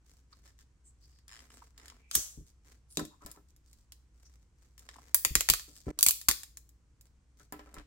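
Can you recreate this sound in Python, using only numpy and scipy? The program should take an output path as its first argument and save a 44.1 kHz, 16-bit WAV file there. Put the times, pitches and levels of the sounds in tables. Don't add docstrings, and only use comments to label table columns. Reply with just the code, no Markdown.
import sys
import numpy as np
from scipy import signal
from scipy.io import wavfile
from scipy.ndimage import uniform_filter1d

SR = 44100
rng = np.random.default_rng(int(sys.argv[2]) if len(sys.argv) > 2 else 0)


def wav_record(signal):
    frames = np.transpose(np.atleast_2d(signal))
    bounded = np.clip(frames, -1, 1)
    quanta = np.round(bounded * 32767).astype(np.int16)
    wavfile.write(sys.argv[1], SR, quanta)


N = 346626
TIME = np.arange(N) / SR


# t/s, relative level/dB at 6-10 kHz, body below 2 kHz/dB against that level,
# treble tilt/dB per zone, stub pitch f/Hz
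STRUT_SNAPS = [(2.112, -30.5, -16, -6.5, 1251), (2.1517, -13, -17, 3.5, 1610), (2.155, -22, -16, 4.5, 1670),
               (2.971, -24, -6, -7.5, 3900), (5.1444, -10.5, -13, 7, 1830), (5.249, -13, -7.5, .5, 1936),
               (5.353, -10, -7, -1, 1847), (5.4072, -19, -6, 0.5, 2126), (5.4879, -14.5, -2.5, -3, 1845),
               (5.4992, -7, -19, -0.5, 4480), (5.5363, -16.5, -8, -1, 1300), (5.989, -20.5, -19, -1, 1157),
               (6.0087, -25, -16, 2, 1131), (6.028, -8, -32.5, 4, 4540), (6.0635, -10, -18, 2, 2264),
               (6.075, -24.5, -21.5, 1.5, 2270), (6.0848, -11, -20, 3, 4183), (6.0929, -20, -21, 0.5, 1120),
               (6.108, -17, -21.5, 4, 2477), (6.285, -10.5, -9, -2, 1080), (6.2882, -11.5, -13, 1.5, 1400),
               (6.302, -24.5, -9, -5.5, 1283), (6.3117, -18.5, -9.5, -1, 1826)]
SNAP_MIDDLE_DB, SNAP_TOP_DB = -4, 0.5
STUB_WIDTH_HZ, STUB_DB = 280, 6.5
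# f/Hz, width/Hz, level/dB against the burst spectrum
LATTICE_MODES = [(4520, 190, 0), (6290, 250, 0.5), (7400, 230, 5), (11800, 250, -4)]
MODE_SCATTER = 0.01


def snaps():
    out = np.zeros((2, N))
    shifts = 1 + MODE_SCATTER * rng.standard_normal((len(STRUT_SNAPS), len(LATTICE_MODES)))
    for (s, level_db, body_db, tilt_db, stub_hz), shift in zip(STRUT_SNAPS, shifts):
        zone_db = level_db + np.array([body_db, SNAP_MIDDLE_DB - tilt_db, 0, SNAP_TOP_DB + tilt_db])
        modes = [(stub_hz, STUB_WIDTH_HZ, STUB_DB)]
        for (hz, width_hz, mode_db), ratio in zip(LATTICE_MODES, shift):
            modes.append((hz * ratio, width_hz, mode_db))
        snap = crack(zone_db, modes, rise_s=.0004, fall_s=.0012, ring_db=-14, ring_s=.0038)
        add(out, s, from_db(-1.0) * snap)
    return out


# t/s, relative level/dB at 6-10 kHz, tilt/dB per zone upwards
SMALL_TICKS = [(1.187, -58, -3), (1.2802, -44, -0.5), (1.778, -45, -1.5), (1.857, -45.5, -2),
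               (1.881, -42.5, -2), (1.9, -46, -5), (2.994, -30, 2), (3.051, -39, 2.5), (3.2615, -35.5, 6),
               (3.314, -38.5, 7), (3.563, -56, 5.5), (3.73, -50, 4), (3.921, -39.5, 1.5), (4.779, -46, 2),
               (4.793, -46, 3.5), (4.889, -43.5, -9), (4.941, -52, -5.5), (5.595, -35.5, -2.5),
               (5.764, -44.5, 2), (6.2137, -34, 3.5), (6.433, -33, 1.5), (6.571, -35.5, 5.5),
               (6.691, -52.5, 8), (7.01, -48.5, 7), (7.523, -37, 9.5), (7.593, -52.5, -9),
               (7.742, -41.5, 4), (7.784, -51, -10)]
TICK_ZONES_DB = [-15.5, 0, 0, -5]
# f/Hz, width/Hz, level/dB against the burst spectrum
WHEEL_MODES = [(1110, 330, 4), (1785, 270, 6), (3040, 220, -5), (5168, 120, 5), (7230, 650, 3)]


def ticks():
    out = np.zeros((2, N))
    for s, level_db, tilt_db in SMALL_TICKS:
        zone_db = level_db + np.array(TICK_ZONES_DB) + tilt_db * (np.arange(4) - 2)
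        tick = crack(zone_db, WHEEL_MODES, rise_s=.0004, fall_s=.001, ring_db=-11, ring_s=.005)
        add(out, s, from_db(-3.0) * tick)
    return out


# t/s, length/s, slip rate f/Hz, relative level/dB
CREAK_RUNS = [(0.458, 0.051, 108, -63), (0.589, 0.041, 112, -64), (1.095, 0.074, 31, -70.5),
              (1.2925, 0.019, 97, -54), (1.314, 0.06, 118, -51), (1.391, 0.023, 80, -53),
              (1.504, 0.024, 73, -56.5), (1.586, 0.031, 57, -63), (1.798, 0.056, 60, -57.5),
              (4.912, 0.076, 42, -59.5)]
CREAK_ZONES_DB = [-12, 7, -3, -11]


def creaks():
    out = np.zeros((2, N))
    modes = [(hz, width_hz, mode_db + 9) for hz, width_hz, mode_db in WHEEL_MODES]
    for s, length_s, slips_per_s, level_db in CREAK_RUNS:
        for since in np.arange(0, length_s, 1 / slips_per_s):
            slip_db = level_db - 4 * since / length_s
            zone_db = slip_db + np.array(CREAK_ZONES_DB) + rng.normal(0, 1.1)
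            slip = crack(zone_db, modes, rise_s=.0002, fall_s=.0014, ring_db=-20, ring_s=.003)
            add(out, s + since, from_db(-4.0) * slip)
    return out


CRACK_ZONES_HZ = [300, 2000, 6000, 10000, 16000]
# f/Hz, level/dB
RESIN_COLOUR = [(350, -2.5), (650, -6.5), (1200, 1.5), (1900, -7), (3000, 0.5), (4500, 1), (7500, 0.5),
                (10500, 1), (15000, 0.5)]


def crack(zone_db, modes, rise_s, fall_s, ring_db, ring_s):
    t = np.arange(1024) / SR
    edges = np.array(CRACK_ZONES_HZ)
    centres = np.sqrt(edges[1:] * edges[:-1])
    per_hz = np.column_stack([centres, zone_db - 10 * np.log10(np.diff(edges))])
    fall = np.exp(-(t / fall_s) ** 2) + from_db(ring_db) * np.exp(-t / ring_s)
    shape = (1 - np.exp(-(t / rise_s) ** 2)) * fall
    out = np.zeros((2, len(t)))
    for hz, width, sos in BANDS[5:]:
        burst = stereo(signal.sosfilt(sos, shape * rng.standard_normal((2, len(t)))), hz)
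        gain = from_db(at_hz(per_hz, hz) + at_hz(RESIN_COLOUR, hz))
        out += energy_one(burst) * np.sqrt(width) * gain
    for hz, width_hz, mode_db in modes:
        ring = stereo(resonate(shape * rng.standard_normal((2, len(t))), hz, width_hz), hz)
        gain = from_db(at_hz(per_hz, hz) + mode_db)
        out += energy_one(ring) * np.sqrt(np.pi * width_hz) * gain
    return out * np.sqrt(SR / 1000)


# t/s at the peak, relative level/dB, swell time constant/s, T60/s
LATTICE_SHIVERS = [(2.153, -29, 0.011, 0.4)]
# f/Hz, relative level/dB per Hz
SHIVER_SPECTRUM = [(290, -54.5), (500, -17), (570, -18.5), (750, -28), (1400, -18.5), (2430, -23),
                   (4280, -10), (5020, -15), (6700, 2), (8830, -11.5), (11600, -15), (12700, -16.5),
                   (16000, -18.5)]


def lattice_shiver():
    level = np.zeros(N)
    for s, level_db, swell_s, t60 in LATTICE_SHIVERS:
        decay = from_db(level_db - 60 * np.maximum(TIME - s, 0) / t60)
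        level += decay * np.exp(np.minimum(TIME - s, 0) / swell_s)
    return level * coloured(SHIVER_SPECTRUM, rng.standard_normal((2, 2, N)))


# t/s, relative level/dB, contact cut-off f/Hz
PART_KNOCKS = [(2.371, -52.5, 253), (2.971, -28, 312), (2.993, -41, 1620), (3.008, -31.5, 279),
               (3.222, -56, 1280), (3.262, -50.5, 2100), (3.372, -56.5, 1083), (5.68, -54, 502),
               (5.866, -38, 300), (5.88, -33, 485), (7.403, -64, 2005), (7.5234, -41.5, 2000),
               (7.592, -49.5, 1920), (7.671, -56.5, 1316), (7.739, -55.5, 1500), (7.766, -49, 2050)]
# f/Hz, relative level/dB, T60/s
TABLE_MODES = [(165, -9, .08), (300, -3.5, .13), (410, -6, .08), (592, -6, .1), (775, -9, .09),
               (1003, -4, .07), (1320, -2, .09), (1730, -3, .05), (1930, -7, .06), (4183, -10, .06)]
BOUNCE_S, BOUNCE_LOSS_DB = .016, 7.5


def knocks():
    out = np.zeros((2, N))
    gaps = BOUNCE_S * rng.uniform(.6, 1.7, (len(PART_KNOCKS), 2))
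    for (s, first_db, contact_hz), gap in zip(PART_KNOCKS, gaps):
        for bounce, touch_s in enumerate(np.cumsum([s, *gap])):
            level_db = first_db - BOUNCE_LOSS_DB * bounce
            add(out, touch_s, from_db(level_db + 1.0) * struck(TABLE_MODES, contact_hz, spread_db=1.0))
            add(out, touch_s, from_db(level_db - 8.5) * thud(contact_hz, t60=0.14))
    return out


def thud(contact_hz, t60):
    t = np.arange(SR // 4) / SR
    band = signal.butter(2, [210, np.clip(contact_hz, 400, 8000)], "band", fs=SR, output="sos")
    body = rms_one(stereo(signal.sosfilt(band, rng.standard_normal((2, len(t)))), contact_hz / 2))
    return body * from_db(-60 * t / t60) * (1 - np.exp(-2 * t * contact_hz))


# t/s, relative level/dB, contact cut-off f/Hz
HAND_BUMPS = [(2.155, -40, 300), (2.175, -42.5, 401), (2.373, -44, 254), (2.407, -47, 244),
              (2.972, -51, 700), (3.011, -45, 600), (3.249, -47.5, 250), (5.26, -45.5, 200),
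              (5.306, -35, 180), (5.351, -31, 224), (5.372, -39.5, 150), (5.5, -32, 213), (5.866, -33, 278),
              (6.062, -40, 250), (6.285, -36, 450), (7.774, -43, 89)]
# f/Hz, relative level/dB, T60/s
SWAY_MODES = [(38, -6, .2), (55, -2, .18), (78, -5, .12), (108, -6, .08), (150, -4, .09), (210, -7, .08),
              (265, -8, .08), (320, -5, .09), (400, -6, .08)]


def bumps():
    out = np.zeros((2, N))
    for s, level_db, contact_hz in HAND_BUMPS:
        add(out, s, from_db(level_db + 1.5) * struck(SWAY_MODES, contact_hz, spread_db=2.5))
    return out


def struck(modes, contact_hz, spread_db):
    t = np.arange(SR // 2) / SR
    sides = np.array([[1], [-1]])
    out = np.zeros((2, len(t)))
    for hz, level_db, t60 in modes:
        strength = from_db(level_db + spread_db * rng.standard_normal())
        gain = strength / np.hypot(1, (hz / contact_hz) ** 2)
        alike = np.clip(at_hz(CHANNEL_LIKENESS, hz), -1, 1)
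        apart = np.arccos(alike) / 2 * rng.choice([-1, 1]) * sides
        ring = np.sin(2 * np.pi * hz * t + apart) * from_db(-60 * t / t60)
        out += gain * rng.choice([-1, 1]) * ring
    return out * (1 - np.exp(-(2 * t * contact_hz) ** 2))


# t/s, length/s, resonance f/Hz, relative level/dB
RESONANT_TOUCHES = [(0.323, 0.018, 1140, -54.5), (0.325, 0.011, 4500, -52.5), (0.832, 0.088, 7800, -60),
                    (1.005, 0.073, 4900, -64.5), (1.077, 0.17, 4800, -73), (1.523, 0.053, 8040, -63),
                    (1.615, 0.018, 1026, -50.5), (1.919, 0.0072, 983, -50.5), (1.921, 0.29, 2350, -70.5),
                    (2.886, 0.078, 9400, -55), (2.988, .018, 1220, -35.5), (3.095, 0.074, 977, -60),
                    (3.202, 0.052, 1170, -54.5), (3.337, 0.053, 990, -62), (4.238, 0.053, 5840, -60.5),
                    (4.953, 0.016, 1010, -53), (4.982, 0.0095, 930, -48), (7.38, 0.057, 1390, -63.5)]
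TOUCH_WIDTH_SHARE, TOUCH_BLUR = 0.2, 3


def resonant_touches():
    out = np.zeros((2, N))
    for s, length_s, hz, level_db in RESONANT_TOUCHES:
        width_hz = TOUCH_WIDTH_SHARE * hz + TOUCH_BLUR / length_s
        noise = rng.standard_normal((2, SR // 3))
        tone = resonate(resonate(noise, hz, width_hz), hz, width_hz)
        voice = rms_one(stereo(tone, hz)[:, -round(length_s * SR):])
        add(out, s, from_db(level_db - 2.0) * voice * np.hanning(voice.shape[1]))
    return out


# t/s, length/s, relative skin rub level/dB,
# relative nail and resin scratch level/dB
FINGER_STROKES = [(0.036, 0.22, -74, -70.5), (0.29, 0.16, -73.5, -74), (0.416, 0.13, -69.5, -69.5),
                  (0.573, 0.071, -79, -66.5), (0.833, 0.13, -85, -80), (0.973, 0.26, -81, -74),
                  (1.342, 0.19, -61.5, -65.5), (1.49, 0.24, -65, -65.5), (1.735, 0.34, -63, -71.5),
                  (2.456, 0.072, -78, -67.5), (2.625, 0.18, -67.5, -69), (2.873, 0.21, -85, -63.5),
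                  (3.186, 0.21, -64, -65.5), (3.478, 0.039, -95.5, -70), (3.63, .24, -83, -71),
                  (4.12, 0.39, -75, -74), (4.544, 0.25, -76.5, -76.5), (4.755, 0.61, -64.5, -67),
                  (5.64, 0.27, -74.5, -61.5), (5.851, 0.17, -53, -63), (7.044, 0.044, -74.5, -72),
                  (7.366, .11, -72, -67), (7.533, 0.33, -64, -76.5), (7.739, .11, -55.5, -74)]
# f/Hz, relative level/dB per Hz
RUB_SPECTRUM = [(300, 2.5), (700, -5), (1200, -2), (2000, -3.5), (3200, -18), (6000, -36)]
# f/Hz, relative level/dB per Hz
SCRATCH_SPECTRUM = [(1500, -28), (3000, -9), (5000, 1), (7500, 3), (10000, -8.5), (15000, -8.5)]


def fingers(grains_per_s, grain_db, smooth_share):
    rub, scratch = np.zeros(N), np.zeros(N)
    for s, length_s, rub_db, scratch_db in FINGER_STROKES:
        add(rub, s, from_db(rub_db) * swell(length_s))
        add(scratch, s, from_db(scratch_db) * swell(length_s))
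    grain_gain = from_db(grain_db * np.minimum(rng.exponential(1, N), 4))
    grains = (rng.random(N) < grains_per_s / SR) * grain_gain
    friction = rng.standard_normal((2, 2, N)) * (rms_one(grains) + smooth_share)
    skin = from_db(-3.0) * rub * coloured(RUB_SPECTRUM, friction)
    nails = from_db(0.5) * scratch * coloured(SCRATCH_SPECTRUM, friction)
    return skin + nails


SWELL_SHARE, STROKE_CURVE = 0.27, 1.3


def swell(length_s):
    through = np.linspace(0, 1, round(length_s * SR))
    ramp = np.interp(through, [0, np.clip(SWELL_SHARE, .05, .95), 1], [0, 1, 0])
    return np.sin(np.pi / 2 * ramp) ** STROKE_CURVE


# f/Hz, T60/s
WALL_T60 = [(200, .25), (1000, .33), (4000, .35), (8000, .36), (15000, .31)]
# f/Hz, level/dB
WALL_ECHO = [(200, -6.5), (1000, -19.5), (4000, -8), (8000, -13), (15000, -11)]


def room(x, near_db, near_delay_s, near_fall_s, build_s):
    t = np.arange(int(.6 * SR)) / SR
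    near = np.exp(-np.abs(t - near_delay_s) / near_fall_s) * (t > .0015)
    response = np.zeros((2, len(t)))
    for hz, width, sos in BANDS[2:]:
        tail = (1 - np.exp(-(t / build_s) ** 2)) * from_db(-60 * t / at_hz(WALL_T60, hz))
        for shape, level_db in ((near, near_db), (tail, at_hz(WALL_ECHO, hz))):
            echoes = stereo(signal.sosfilt(sos, shape * rng.standard_normal((2, len(t)))), hz)
            response += from_db(level_db) * energy_one(echoes) * 2 * np.sqrt(width / SR)
    return signal.fftconvolve(x, response, axes=1)[:, :N]


# f/Hz, relative level/dB per Hz
FLOOR_SPECTRUM = [(12, -36), (20, -5), (43, -5), (65, -1.5), (81, -2.5), (198, -19), (328, -17.5),
                  (513, -35.5), (759, -33.5), (897, -30), (1610, -32.5), (3840, -40), (7310, -35),
                  (12800, -57.5), (16000, -62)]
FLOOR_DB = -67
HUM_HZ, HUM_DB = 59.5, -63.5


def background():
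    phase = 2 * np.pi * HUM_HZ * TIME + .95 * drift(15)
    hum = np.sin(phase) * from_db(2.2 * drift(5.1))
    hiss = coloured(FLOOR_SPECTRUM, rng.standard_normal((2, 2, N)))
    return from_db(FLOOR_DB) * hiss + from_db(HUM_DB) * rms_one(hum)


def drift(rate):
    knots = rng.standard_normal(int(N / SR * rate) + 2)
    return rms_one(np.interp(TIME * rate, np.arange(len(knots)), knots))


FILTER_EDGES_HZ = [20, 45, 80, 140, 220, 320, 500, 750, 1100, 1600, 2300, 3200, 4300, 5600, 7000, 8500,
                   10300, 12300, 14300, 16500]
# centre f/Hz, width/Hz, filter sections
BANDS = [(np.sqrt(lo * hi), hi - lo, signal.butter(2, [lo, hi], "band", fs=SR, output="sos"))
         for lo, hi in zip(FILTER_EDGES_HZ, FILTER_EDGES_HZ[1:])]


def coloured(spectrum, draws):
    lowest_hz, highest_hz = spectrum[0][0] * .8, spectrum[-1][0] * 1.2
    heard = [band for band in BANDS if lowest_hz < band[0] < highest_hz]
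    out = 0
    for k, (hz, width, sos) in enumerate(heard):
        out = out + from_db(at_hz(spectrum, hz)) * stereo(signal.sosfilt(sos, draws[k % 2]), hz)
    return rms_one(out)


# f/Hz, correlation (0-1)
CHANNEL_LIKENESS = [(50, .95), (130, .85), (300, .88), (600, .78), (1200, .2), (2500, .1), (8000, .3)]


def stereo(pair, hz):
    alike = np.clip(at_hz(CHANNEL_LIKENESS, hz), -1, 1)
    side = np.sqrt(1 - alike) * pair[1] * np.array([[1], [-1]])
    return np.sqrt(1 + alike) * pair[0] + side


def resonate(x, hz, width_hz):
    r = np.exp(-np.pi * width_hz / SR)
    zeros = np.array([1, 0, -1]) * (1 - r * r) / 2
    poles = [1, -2 * r * np.cos(2 * np.pi * hz / SR), r * r]
    return signal.lfilter(zeros, poles, x)


def from_db(db):
    return 10 ** (np.asarray(db) / 20)


def rms_one(x):
    return x / np.sqrt(np.mean(x ** 2) + 1e-30)


def energy_one(x):
    return x / np.sqrt(np.sum(x ** 2) + 1e-30)


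def at_hz(points, hz):
    freq, value = np.transpose(points)
    return np.interp(np.log(hz), np.log(freq), value)


def add(out, s, sound):
    start = round(s * SR)
    out[..., start:start + sound.shape[-1]] += sound[..., :N - start]


# start t/s, end t/s
DIP_S = (5.914, 5.975)
LEFT_LEAD_SAMPLES, LEFT_LOUDER_DB = 4, 0.9


def scene():
    work = snaps() + ticks() + creaks() + knocks() + resonant_touches()
    work = work + fingers(grains_per_s=310, grain_db=3.0, smooth_share=0.32)
    echoes = room(work, near_db=-7.5, near_delay_s=0.0028, near_fall_s=0.0096, build_s=0.0032)
    heard = work + echoes + lattice_shiver() + bumps()
    balance = from_db([[LEFT_LOUDER_DB / 2], [-LEFT_LOUDER_DB / 2]])
    heard = np.array([heard[0], np.roll(heard[1], LEFT_LEAD_SAMPLES)]) * balance
    dip = (TIME > DIP_S[0]) & (TIME < DIP_S[1])
    handling_gain = 1 - 0.91 * uniform_filter1d(dip * 1., size=64)
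    return heard * handling_gain + background()


CUTOFF_HZ = 16100


def record(dry):
    low_pass = signal.ellip(10, .1, 80, CUTOFF_HZ, fs=SR, output="sos")
    rounded = .85 * np.tanh(dry / .85)
    return signal.sosfilt(low_pass, rounded)


dry = scene()
out = record(dry)
wav_record(out)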